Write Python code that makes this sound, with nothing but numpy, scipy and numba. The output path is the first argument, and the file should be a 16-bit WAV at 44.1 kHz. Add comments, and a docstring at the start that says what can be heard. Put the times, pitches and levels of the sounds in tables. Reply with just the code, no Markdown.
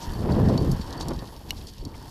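"""A mountain bike runs through banked dirt turns in the woods, microphone on the rider's chest.
About a metre below, knobbly tyres rumble, hum, crunch and scrub over the soil, the freehub ticks,
and chain and cables slap the frame and set it ringing. One hard part snaps sharply close by.
Right at the microphone, eddies of the air stream buffet in gusts over a deep rumble."""
import sys
import numpy as np
from scipy import signal
from scipy.fft import rfft, irfft
from scipy.io import wavfile
from scipy.ndimage import uniform_filter1d
from numba import njit

SR = 44100
rng = np.random.default_rng(int(sys.argv[2]) if len(sys.argv) > 2 else 0)


def to_wav(s):
    """Save 16-bit WAV."""
    ch = np.atleast_2d(s).T  # columns
    pcm = np.round(np.clip(ch, -1, 1) * 32767)  # PCM
    wavfile.write(sys.argv[1], SR, pcm.astype(np.int16))


N = 92610
T = np.arange(N) / SR


def undb(db):
    """Decibels to gain."""
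    return 10 ** (np.asarray(db) / 20)

def unit(x):
    """Scale to rms 1."""
    return x / (np.std(x) + 1e-12)

def curve(rows):
    """Join (t/s, value) points by straight lines."""
    return np.interp(T, *np.array(rows).T)

def walk(rate):
    """Smooth random wander of spread 1, changing about `rate` times a second."""
    width = max(int(SR / rate), 2)
    smoothed = uniform_filter1d(rng.standard_normal(N), width, mode="wrap")
    return unit(uniform_filter1d(smoothed, width, mode="wrap"))

def colour(x, points):
    """Causal filter through (f/Hz, relative level/dB) points, with unit gain for white noise."""
    size = 8192
    hz, db = np.array(points).T
    bin_hz = np.arange(size // 2 + 1) * SR / size
    gain = undb(np.interp(np.log(bin_hz + 1), np.log(hz), db))
    cepstrum = irfft(np.log(gain))[:size // 2]
    cepstrum[0] = 0
    response = irfft(np.exp(rfft(2 * cepstrum, size)))  # minimum phase
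    return signal.fftconvolve(x, response / np.linalg.norm(response))[:N]

def grains(per_s, spread_db):
    """Random tiny impacts of uneven size, rms 1."""
    present = rng.random(N) < per_s / SR
    sizes = undb(spread_db * np.clip(rng.standard_normal(N), -2, 2))
    return unit(present * sizes * rng.choice([-1, 1], N))

def decay(start, t60):
    """Sudden start and exponential fall."""
    return (T >= start) * undb(-60 * np.maximum(T - start, 0) / t60)

def swell(middle, half):
    """Bell-shaped rise and fall."""
    return np.exp(-((T - middle) / half) ** 2 / 2)

def burst(x, envelope):
    """Noise under an envelope, with that envelope's energy."""
    return unit(x * envelope) * np.std(envelope)

def ring(modes, start):
    """Damped modes struck at one moment."""
    return sum(undb(db) * decay(start, t60) * np.sin(2 * np.pi * hz * (T - start))
               for hz, db, t60 in modes)


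# deep rumble at the microphone [t/s, level/dB]
RUMBLE_LEVEL = [(0, -40), (.05, -43), (.085, -27.5), (.13, -34.5), (.18, -30), (.34, -37), (.45, -26),
                (.57, -45), (.68, -34), (.735, -22), (.78, -32.5), (.97, -41), (1.15, -33), (1.27, -44.5),
                (1.46, -42.5), (1.56, -42), (1.63, -34.5), (1.68, -45), (1.77, -46), (1.83, -32.5),
                (1.92, -44), (1.99, -38), (2.1, -47)]
# its spectrum [f/Hz, relative level/dB]
RUMBLE_SPECTRUM = [(12, -21), (25, 2.5), (50, 4.5), (90, 0.5), (150, -8), (400, -56.5)]
def rumble():
    """A deep rumble surges beneath the wind."""
    return unit(colour(grains(per_s=1000, spread_db=1.5), RUMBLE_SPECTRUM)) * undb(curve(RUMBLE_LEVEL))

# air resonance round the chest camera [t/s, centre f/Hz, level/dB]
AIR_RESONANCE = [(.2, 715, -59), (.27, 692.3, -42), (0.329, 560.2, -43), (.41, 598.2, -48),
                 (.46, 741.4, -43.5), (0.499, 617.8, -32.5), (.55, 564.3, -43), (.6, 582, -50),
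                 (0.701, 541, -43.5), (.8, 520, -59), (0.901, 520, -80)]
def hollow_air(width_hz=130):
    """The strongest gust sounds a broad resonance that slides as the rider turns."""
    times, hz, db = np.array(AIR_RESONANCE).T
    phase = 2 * np.pi * np.cumsum(np.interp(T, times, hz)) / SR
    band = walk(width_hz) * np.cos(phase) + walk(width_hz) * np.sin(phase)
    return unit(band) * undb(np.interp(T, times, db))

# gusts right on the microphone [t/s, level/dB]
GUST_LEVEL = [(0, -57), (.08, -39), (.13, -41), (.19, -30.5), (.26, -24), (.33, -23), (.39, -21.5),
              (.49, -19), (.56, -24), (.63, -21), (.69, -25), (.74, -27.5), (.78, -45), (.87, -45),
              (.95, -43), (1.03, -38), (1.11, -31.5), (1.18, -37), (1.28, -50), (1.44, -54), (1.54, -39.5),
              (1.62, -44.5), (1.76, -52), (1.85, -35), (1.92, -49), (2.1, -48)]
# eddy spectrum before the low-pass [f/Hz, relative level/dB]
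EDDY_SPECTRUM = [(15, -40), (30, -11.5), (70, -2), (125, 0.5), (200, -1.5), (320, -9), (500, -13),
                 (800, -23), (1300, -46), (3000, -62.5), (9000, -92)]
# low-pass corner, shifting as the rider turns [t/s, f/Hz]
WIND_CORNER = [(0, 400), (.17, 445), (.27, 1310), (.52, 1210), (.63, 650), (.69, 344), (.75, 233.4),
               (.82, 380), (1.1, 650), (1.3, 396), (1.85, 505), (2.1, 493)]
# single hard buffets [middle t/s, level/dB, half length/s, corner f/Hz]
AIR_BUFFETS = [(0.326, -24, 0.013, 1090), (0.388, -18, 0.0038, 900), (0.417, -22, 0.0048, 400),
               (0.477, -18, .005, 700), (0.528, -19.5, 0.0043, 900), (0.694, -19.5, 0.014, 197),
               (0.732, -21, 0.015, 89), (.8, -24.5, 0.0055, 169), (1.085, -28.5, .005, 610),
               (1.184, -34.5, 0.0061, 252), (1.869, -31, 0.0051, 400)]
def wind():
    """Eddies hit the microphone, brightest in the strongest gust, with a few hard buffets."""
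    strength = undb(curve(GUST_LEVEL) + 0.62 * walk(39))
    eddies = colour(grains(per_s=1500, spread_db=3), EDDY_SPECTRUM)
    air = unit(lowpass(eddies, curve(WIND_CORNER))) * strength
    for middle, db, half, hz in AIR_BUFFETS:
        turbulence = colour(rng.standard_normal(N), EDDY_SPECTRUM)
        buffet = unit(lowpass(turbulence, np.full(N, float(hz))))
        air += burst(buffet, undb(db) * swell(middle, half))
    return air

@njit
def lowpass(x, hz):
    """Two-pole low-pass with a moving corner."""
    y, band_state, low_state = np.empty(len(x)), 0., 0.
    for i in range(len(x)):
        g = np.tan(np.pi * hz[i] / SR)
        band = (band_state + g * (x[i] - low_state)) / (1 + g * (g + 1.3))
        y[i] = low_state + g * band
        band_state, low_state = 2 * band - band_state, 2 * y[i] - low_state
    return y

# rear hub, below and behind the microphone [t/s, ticks per s, level/dB]
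HUB_TICKING = [(0, 170, -57.5), (.2, 140, -58), (0.301, 107, -59.5), (0.501, 100, -63), (.72, 75, -59),
               (1.049, 76, -66), (1.3, 121, -59), (1.4, 102, -61.5), (1.601, 75, -58.5), (1.718, 58, -61),
               (1.829, 74, -68), (2.1, 60, -60.5)]
# tick spectrum [f/Hz, relative level/dB]
TICK_SPECTRUM = [(2000, -40), (4000, -16), (7000, -4), (8400, -9), (9700, -2), (11800, 0.5), (13200, -2.5),
                 (14300, -10), (15500, -8)]
def freehub(tick_cycles=0.17, hiss_floor=0.3, spread_db=2.5):
    """The coasting hub ticks quickly and unevenly, high in the treble, following the wheel's speed."""
    times, rate, db = np.array(HUB_TICKING).T
    cycles = np.cumsum(np.interp(T, times, rate) * (1 + 0.032 * walk(75))) / SR
    sizes = undb(spread_db * rng.standard_normal(N))[cycles.astype(int)]
    envelope = hiss_floor + sizes * np.exp(-(cycles % 1) / tick_cycles)
    ticks = colour(unit(envelope * rng.standard_normal(N)), TICK_SPECTRUM)
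    return ticks * undb(np.interp(T, times, db))

# whirr from down at the tread [t/s, relative level/dB]
HUM_LEVEL = [(0, -41.5), (.11, -44), (.16, -59), (.6, -50), (.8, -52), (.97, -47), (1.1, -47.5), (1.2, -61),
             (1.34, -54), (1.45, -67), (1.76, -64), (1.9, -53), (1.98, -64), (2.04, -49.5), (2.1, -60)]
def tread_hum(hz=917, waver=0.0312):
    """The tread's thin, rough whirr comes and goes with the firmness of the ground."""
    phase = 2 * np.pi * np.cumsum(hz * (1 + waver * walk(226))) / SR
    return np.sqrt(2) * np.sin(phase) * undb(curve(HUM_LEVEL) - 3.5 + 3.6 * walk(135))

# slips on the banked dirt [middle t/s, half length/s, level/dB, centre f/Hz]
TYRE_SLIPS = [(0.032, 0.015, -42.5, 5050), (1.015, 0.01, -43, 5740), (1.496, .006, -47, 4670),
              (1.579, 0.012, -48, 4700), (1.615, 0.0035, -47.5, 4170), (1.689, 0.01, -46.5, 4900),
              (1.948, 0.0053, -50, 2270)]
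def scrubs():
    """Short swells of hiss as the tread slips sideways."""
    out = np.zeros(N)
    for middle, half, db, hz in TYRE_SLIPS:
        band = [(hz / 4, -26), (hz * 0.77, -4), (hz, 0), (hz * 1.2, -5), (hz * 2.25, -22), (hz * 4, -36)]
        out += colour(rng.standard_normal(N), band) * undb(db) * swell(middle, half)
    return out

# on the trail, about a metre below the microphone: rolling, bumps, loose soil [t/s, level/dB]
ROLL_LEVEL = [(0, -43.5), (.17, -42), (.29, -30.5), (.5, -35.5), (.7, -36), (.83, -44), (.95, -38.5),
              (1.05, -40.5), (1.11, -32.5), (1.17, -48.5), (1.23, -42.5), (1.3, -47), (1.42, -48.5),
              (1.6, -47.5), (1.76, -57.5), (1.86, -47.5), (2.1, -47.5)]
TRAIL_BUMPS = [(0.255, -31), (0.496, -23.5), (0.952, -37), (1.007, -30.5), (1.223, -33), (1.948, -44.5)]
SOIL_LEVEL = [(0, -57.5), (.13, -47), (.2, -54.5), (.38, -49.5), (.5, -48.5), (.62, -53.5), (.75, -53),
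              (.85, -52), (.96, -51.5), (1.1, -63), (1.2, -53), (1.4, -67), (1.55, -61.5), (1.76, -68.5),
              (1.88, -72), (1.96, -60), (2.1, -62.5)]
# grit under the tyres [t/s, relative level/dB]
GRIT_LEVEL = [(0, -47), (.2, -51), (.4, -50), (.55, -46.5), (.76, -50), (.95, -49.5), (1.15, -52.5),
              (1.42, -55), (1.6, -55.5), (1.8, -54.5), (1.92, -57), (2.1, -52.5)]
# spectra of rolling, loose soil and grit [f/Hz, relative level/dB]
ROLL_SPECTRUM = [(20, -32), (60, 0), (150, 9), (330, 8), (600, 1), (780, 2), (930, 3), (1080, 0.5),
                 (1250, -8), (1800, -14.5), (2400, -20.5), (5000, -25), (12000, -86)]
SOIL_SPECTRUM = [(400, -41), (1000, 1.5), (1300, -2.5), (1850, 2), (2250, -24), (3000, -11), (8000, -45)]
GRIT_SPECTRUM = [(200, -28), (900, -14.5), (1800, -5), (2300, -5), (3200, 4), (4000, -4), (4500, 1.5),
                 (5500, -4), (6300, -10), (8400, -11.5), (9600, -32), (12000, -12), (15500, -31)]
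def tyres():
    """Knobs patter on packed soil, thud over bumps, throw loose soil and crush patches of grit."""
    thuds = sum(undb(db) * decay(start, t60=0.032) for start, db in TRAIL_BUMPS)
    load = undb(curve(ROLL_LEVEL) + 1.75 * walk(77)) + thuds
    roll = colour(grains(per_s=2200, spread_db=4) * load, ROLL_SPECTRUM)
    grit = colour(grains(per_s=4000, spread_db=6.5) + 0.47 * rng.standard_normal(N), GRIT_SPECTRUM)
    soil = colour(grains(per_s=3000, spread_db=3), SOIL_SPECTRUM)
    swish = soil * undb(curve(SOIL_LEVEL) + 2.8 * walk(76))
    crunch = unit(grit) * undb(curve(GRIT_LEVEL) - 4.5 + 2.0 * walk(94))
    return roll + swish + crunch

# ring of chain and frame [f/Hz, relative level/dB, t60/s]
FRAME_RING = [(4030, -16.5, 0.019), (4540, 3.5, 0.055), (5020, -1, 0.024), (5450, -3, 0.029),
              (7100, -11, 0.027), (8580, -8.5, 0.017)]
# click of a hard contact, heard close [f/Hz, relative level/dB]
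CLICK_SPECTRUM = [(500, -45), (1500, -39), (2600, -16.5), (3700, -1.5), (5500, 0.5), (7200, -8.5),
                  (8400, -10), (9600, -10), (12000, -9.5), (13500, -27), (15500, -25)]
def frame(contacts, tilt, ring_db, focus_hz, focus_db=7, width_hz=250):
    """Contacts click and ring the chain and frame; where they land favours the modes near focus_hz."""
    modes = [(hz, db + focus_db * np.exp(-((hz - focus_hz) / width_hz) ** 2), t60)
             for hz, db, t60 in FRAME_RING]
    ringing = signal.fftconvolve(contacts, ring(modes, 0))[:N]
    click = colour(contacts, [(hz, db + tilt * np.log2(hz / 5000)) for hz, db in CLICK_SPECTRUM])
    return np.std(contacts) * (unit(click) + undb(ring_db) * unit(ringing))

# chain and cable slaps, within a metre of the microphone
# [t/s, click level/dB, t60/s, tilt/dB per octave, ring against click/dB, favoured f/Hz]
SLAPS = [(.121, -37, .009, 5, -10, 5500), (.135, -40.5, .025, 0, 3, 4470),
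         (0.32, -39.5, 0.015, -3, 9, 4470), (0.351, -44, 0.018, -11, -2, 4100),
         (0.485, -40, 0.082, -4, -7, 5000), (0.5769, -30.5, 0.017, -3.5, 5, 4100),
         (0.603, -47, .025, 5, -1, 4470), (0.621, -44, .036, 2, 0, 5000), (.646, -45, .019, 5, -7, 5500),
         (0.7152, -32, 0.035, 3.5, -3, 4470), (.811, -46.5, 0.091, -8, 5, 4100),
         (0.9064, -35.5, 0.013, 0, -4, 4470), (0.9276, -36.5, 0.042, -3.5, -12, 4470),
         (0.9753, -41, 0.017, 1, 6, 4470), (1.001, -40, .027, 2, 0, 5000),
         (1.0095, -31.5, .032, -5.5, -4, 5550), (1.026, -41.5, 0.044, -3, 1, 4470),
         (1.084, -30, 0.025, 1.5, -7, 5300), (1.105, -43, 0.022, 0, -10, 5500),
         (1.134, -42, 0.026, -3, -8, 4470), (1.162, -44, .018, -4, -17, 5000),
         (1.1895, -41, 0.046, -10, -7, 4470), (1.275, -42.5, 0.021, -10, -4, 4470),
         (1.363, -43.5, .02, -10, -8, 4100), (1.6698, -38, 0.031, -2.5, -12, 4470),
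         (1.736, -46, .022, -1, -6, 5000), (1.7813, -43.5, .022, -3, -14, 5500),
         (1.814, -53, .03, -5, 3, 4470), (1.851, -34, 0.015, -1, -1, 4450)]
def rattles():
    """Each slap is a dying cluster of small contacts; rough ground keeps loose links ticking between."""
    links = grains(per_s=450, spread_db=1) * undb(curve(GRIT_LEVEL) - 5.5 + 2 * walk(36))
    out = frame(links, tilt=0, ring_db=-3, focus_hz=5550)
    for start, db, t60, tilt, ring_db, focus_hz in SLAPS:
        contacts = burst(grains(per_s=5000, spread_db=0.5), undb(db) * decay(start, t60))
        out += frame(contacts, tilt, ring_db, focus_hz)
    return out

# modes of the snapping part close by, and of the frame's dull knock [f/Hz, relative level/dB, t60/s]
PART_MODES = [(2250, -6.5, .016), (2760, -13, .015), (2905, 1, .026), (3800, -12, 0.026),
              (4180, -2.5, .014), (5300, -14, 0.02), (5640, -4.5, 0.014), (6580, -14, 0.015),
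              (7900, -7, 0.0074), (12300, -5.5, 0.0057), (13600, -13, .006)]
FRAME_KNOCK = [(770, -26, 0.026), (990, -24, 0.034)]
def snap(start=1.5067, modes_db=-21, crack_db=-24.5):
    """A small hard part snaps: a brief crack, quickly damped modes and a faint knock in the frame."""
    crack = colour(rng.standard_normal(N) * decay(start, t60=0.0073), CLICK_SPECTRUM)
    click = undb(modes_db) * ring(PART_MODES, start) + undb(crack_db) * crack
    low_cut = signal.butter(4, 2040, "highpass", fs=SR, output="sos")
    return signal.sosfilt(low_cut, click) + undb(modes_db) * ring(FRAME_KNOCK, start)


def scene():
    """Air stream and bike meet at one microphone on the rider's chest."""
    air = wind() + rumble() + hollow_air()
    bike = tyres() + freehub() + scrubs() + tread_hum() + rattles() + snap()
    return (air + bike)[None]

def record(dry, top_hz=15300):
    """The chest camera cuts the top of the treble."""
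    return signal.sosfilt(signal.ellip(8, .2, 70, top_hz, fs=SR, output="sos"), dry)


dry = scene()
out = record(dry)
to_wav(out)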